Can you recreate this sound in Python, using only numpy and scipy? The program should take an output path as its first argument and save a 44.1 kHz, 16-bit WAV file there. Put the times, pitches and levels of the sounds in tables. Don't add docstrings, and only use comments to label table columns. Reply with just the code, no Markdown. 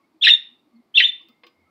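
import sys
import numpy as np
from scipy import signal
from scipy.fft import rfft, irfft
from scipy.io import wavfile
from scipy.ndimage import uniform_filter1d, minimum_filter1d

SR = 44100
rng = np.random.default_rng(int(sys.argv[2]) if len(sys.argv) > 2 else 0)


def wav_out(sig):
    wavfile.write(sys.argv[1], SR, np.round(np.clip(np.atleast_2d(sig).T, -1, 1) * 32767).astype(np.int16))


N = 74970
T = np.arange(N) / SR

# delay in seconds, level in dB re direct sound.
ECHOES = [(.0013, -19.5), (.0052, -10), (.0094, -6.5)]


def amp(db):
    return 10 ** (np.asarray(db) / 20)


def unit(x):
    return x / np.sqrt(np.mean(x ** 2))


def on_log_axis(hz, points):
    point_hz, value = np.array(points, float).T
    return np.interp(np.log(np.maximum(hz, 1)), np.log(point_hz), value)


def colour(x, points):
    size = 2 * N
    gain = amp(on_log_axis(np.fft.rfftfreq(size, 1 / SR), points))
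    cepstrum = irfft(np.log(gain))
    cepstrum[1:N] *= 2
    cepstrum[N + 1:] = 0
    response = np.exp(rfft(cepstrum))
    return irfft(rfft(x, size) * response)[:N]


def lowpass(x, order, hz):
    return signal.sosfilt(signal.butter(order, hz, fs=SR, output="sos"), x)


def wobble(hz):
    return unit(lowpass(rng.standard_normal(N), 2, hz))


def decay(t60_s):
    return np.exp(-np.log(1000) * T / t60_s)


def background():
    # frequency in Hz, relative density in dB per Hz.
    floor_colour = [(25, -32), (60, -19.5), (140, -9), (230, 1), (330, 0.5), (480, -9.5), (800, -9),
                    (1150, -10), (1600, -20), (2200, -16.5), (2900, -23.5), (4600, -22.5), (6200, -32.5),
                    (13000, -34), (14500, -33), (16000, -41.5)]
    # centre in seconds, time from centre to -50 dB in seconds,
    # mean pitch in Hz, peak level in dB.
    swells = [(0.16, 0.053, 318, -56), (0.53, .06, 245, -60), (0.674, 0.028, 303, -58.5),
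              (0.764, 0.066, 234, -48.5), (0.8, .035, 237, -50.5), (1.26, .04, 330, -59),
              (1.303, 0.024, 239.5, -52.5), (1.47, 0.048, 337, -59.5), (0.011, 0.046, 1140, -65.5),
              (0.739, 0.084, 1149, -72.5), (1.305, 0.02, 1270, -63), (0.046, 0.03, 2210, -66),
              (0.781, 0.14, 2125, -75), (1.345, 0.19, 2122, -69.5), (1.626, 0.21, 2135, -68),
              (1.683, 0.05, 1305, -66), (1.212, 0.013, 1100, -59.5), (0.767, 0.026, 4400, -69.5),
              (1.628, .12, 85, -69)]
    floor_db = -68
    waver_share, waver_hz = .02, 71
    out = amp(floor_db) * unit(colour(rng.standard_normal(N), floor_colour))
    for centre_s, length_s, hz, db in swells:
        pitch_hz = hz * (1 + waver_share * wobble(waver_hz))
        phase = 2 * np.pi * np.cumsum(pitch_hz) / SR
        swell = np.exp(-2 * ((T - centre_s) / length_s * 1.7) ** 2)
        out = out + amp(db) * swell * np.sin(phase)
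    return out


def room(near, sent):
    # frequency in Hz, t60 in seconds.
    t60_points = [(200, .35), (1300, .36), (1850, .3), (2200, .36), (2700, 0.33), (3600, 0.32),
                  (5000, 0.36), (7000, 0.23), (15000, 0.43)]
    tail_db, tail_gap_s = -14, .0091
    early_db, early_t60_s = -16, .05
    hz, frame_s, bins = signal.stft(rng.standard_normal(N), SR, nperseg=256)
    fade = np.exp(-np.log(1000) * frame_s / on_log_axis(hz, t60_points)[:, None])
    tail = signal.istft(bins * fade, SR)[1][:N] * (T > tail_gap_s)
    early = rng.standard_normal(N) * decay(early_t60_s) * (T > ECHOES[0][0])
    response = amp(tail_db) * unit(tail) + amp(early_db) * unit(early)
    return near + signal.fftconvolve(sent, response)[:N] / np.sqrt(N)


def feet():
    # start in seconds, level in dB, tilt of the scratch in dB per octave about 3 kHz.
    taps = [(1.216, -59, 6), (1.286, -54, 11), (1.435, -41.5, -5), (1.443, -49, -8.5), (1.467, -43.5, 5.5)]
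    # frequency in Hz, gain in dB.
    tap_colour = [(60, -62), (250, -38), (800, -17.5), (1600, -13), (2600, -1.5), (4200, -8), (6500, -31),
                  (10000, -53), (15000, -36)]
    # frequency in Hz, level in dB re tap level, t60 in seconds.
    sill_modes = [(483.4, -12.5, 0.19), (1100, -12, 0.15), (1164, -17, 0.14), (1530, -27.5, 0.28),
                  (2112, -16.5, 0.17), (4950, -18.5, 0.29)]
    scratch_decay_s, scuff_decay_s, scuff_db = .0031, .012, -2.5
    sill_rise_s = .0018
    out = np.zeros(N)
    for start_s, db, tilt_db in taps:
        age_s = np.maximum(T - start_s, 0)
        envelope = np.exp(-age_s / scratch_decay_s) + amp(scuff_db) * np.exp(-age_s / scuff_decay_s)
        scratch = rng.standard_normal(N) * envelope * (T >= start_s)
        tilted = [(hz, gain_db + tilt_db * np.log2(hz / 3000)) for hz, gain_db in tap_colour]
        scratch = colour(scratch, tilted)
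        ring = sum(amp(mode_db - 60 * age_s / t60_s) * np.sin(2 * np.pi * hz * age_s)
                   for hz, mode_db, t60_s in sill_modes)
        ring = ring * (1 - np.exp(-age_s / sill_rise_s))
        out += amp(db) * (2 * scratch + ring)
    return out


def strand(curve):
    # multiple of the pitch, level in dB re whistle when clean, the same when fully rough.
    overtones = [(2, -17, -3.5), (3, -22.5, -16.5), (4, -31.5, -36.5)]
    jitter_share, jitter_hz, flutter_share, flutter_hz = .085, 800, .65, 600
    half_tone_db, rasp_db, air_db = -13, -18.5, -35.5
    fade_s = .0065
    s, hz, db, rough = curve.T
    rough = np.interp(T, s, rough)

    inside_s = np.minimum(T - s[0], s[-1] - T)
    gate = np.sin(np.pi / 2 * np.clip(inside_s / fade_s + 1, 0, 1)) ** 2
    flutter = 1 + flutter_share * rough * wobble(flutter_hz)
    force = amp(np.interp(T, s, db)) * gate * flutter

    pitch_hz = np.interp(T, s, hz) * (1 + jitter_share * rough * wobble(jitter_hz))
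    phase = 2 * np.pi * np.cumsum(pitch_hz) / SR
    half_tones = np.sin(phase / 2) + .5 * np.sin(1.5 * phase)
    tone = np.sin(phase) + amp(half_tone_db) * rough * half_tones
    for multiple, clean_db, rough_db in overtones:
        tone = tone + amp(clean_db + (rough_db - clean_db) * rough) * np.sin(multiple * phase)
    noise = (amp(air_db) + amp(rasp_db) * rough) * rng.standard_normal(N)
    return force * (tone + noise)


def chirp(curve):
    leap_ratio = 1.28
    curve = np.array(curve)
    leaps = np.flatnonzero(curve[1:, 1] > leap_ratio * curve[:-1, 1]) + 1
    return sum(strand(part) for part in np.split(curve, leaps))


def budgerigar():
    # time in seconds, pitch in Hz, whistle level in dB before the throat,
    # roughness 0-1.
    first_curve = [(.216, 3300, -29, .1), (.221, 3381, -21, 0.2), (.229, 3682, -11, 0.11),
                   (.239, 2777, -15, 0.54), (.248, 2667, -7.5, 0.77), (.251, 4045, -10, 0.18),
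                   (.260, 3711, -10.5, 0.5), (.265, 2137, -17.5, 0.36), (.271, 1739, -3.5, 0.6),
                   (.281, 1876, -4, 0.85), (.284, 3683, -15, 0.54), (.290, 2882, -11, 0.65),
                   (.301, 2787, -10, .4), (.306, 3717, -5, 0.18), (.312, 3653, -7.5, 0.07),
                   (.327, 3516, -16, 0.2), (.339, 3720, -5, 0), (.349, 3470, -20.5, 0.14),
                   (.360, 3596, -35.5, .05)]
    second_curve = [(.946, 3128, -30, .1), (0.949, 3292, -23, 0.2), (0.965, 3659, -10.5, 0.14),
                    (0.971, 3332, -10, 0.01), (0.976, 2708, -8.5, 0), (.983, 2732, -1.5, 0),
                    (.985, 4100, -14.5, 0.6), (.993, 3564, -16, 0.2), (.999, 2719, -9, 0.29),
                    (1.005, 2001, -4.5, 0.65), (1.016, 1767, -15.5, 0.4), (1.022, 3118, -16.5, 0.75),
                    (1.036, 2891, -12, 0.2), (1.041, 3416, -12, 0.2), (1.047, 3631, -12, 0.12),
                    (1.063, 3525, -20.5, 0.3), (1.077, 3567, -15, 0.17), (1.089, 3523, -19.5, 0.17),
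                    (1.097, 3487, -41, 0.2)]
    # frequency in Hz, gain in dB.
    throat = [(100, -49.5), (1000, -43), (1400, -18.5), (1830, -5.5), (2050, -3), (2230, -6.5), (2400, 0),
              (2800, 0.5), (3750, 2.5), (4500, -10), (5500, -14), (6500, -25.5), (7700, -21.5), (9500, -31),
              (11200, -23), (12600, -37.5), (14500, -27), (16000, -33)]
    treble_db, top_db, room_db = -5, 10, 2
    first = colour(chirp(first_curve), throat)
    second = colour(chirp(second_curve), throat)
    turned = colour(second, [(3900, 0), (5200, treble_db), (11500, treble_db), (14000, top_db)])
    hz = np.fft.rfftfreq(N, 1 / SR)
    surfaces = 1 + sum(amp(db) * np.exp(-2j * np.pi * hz * delay_s) for delay_s, db in ECHOES)
    near = irfft(rfft(first + turned) * surfaces, N)
    sent = first + amp(room_db) * turned
    return near, sent


def scene():
    near, sent = budgerigar()
    taps = feet()
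    return (room(near + taps, sent + taps) + background())[None]


def record(dry):
    ceiling, limiter_s = .97, .00089
    pop_from, pop_db, pop_hz = .82, -15.5, 1300
    top_hz = 15700
    size = max(int(limiter_s * SR), 3)
    needed_gain = ceiling / np.maximum(np.abs(dry), ceiling)
    gain = uniform_filter1d(minimum_filter1d(needed_gain, size), size)
    excess = np.clip(dry - pop_from, 0, .1)
    pop = amp(pop_db) * lowpass(excess, 4, pop_hz)
    top_cut = signal.ellip(10, .1, 80, top_hz, fs=SR, output="sos")
    return signal.sosfilt(top_cut, dry * gain + pop)


dry = scene()
out = record(dry)
wav_out(out)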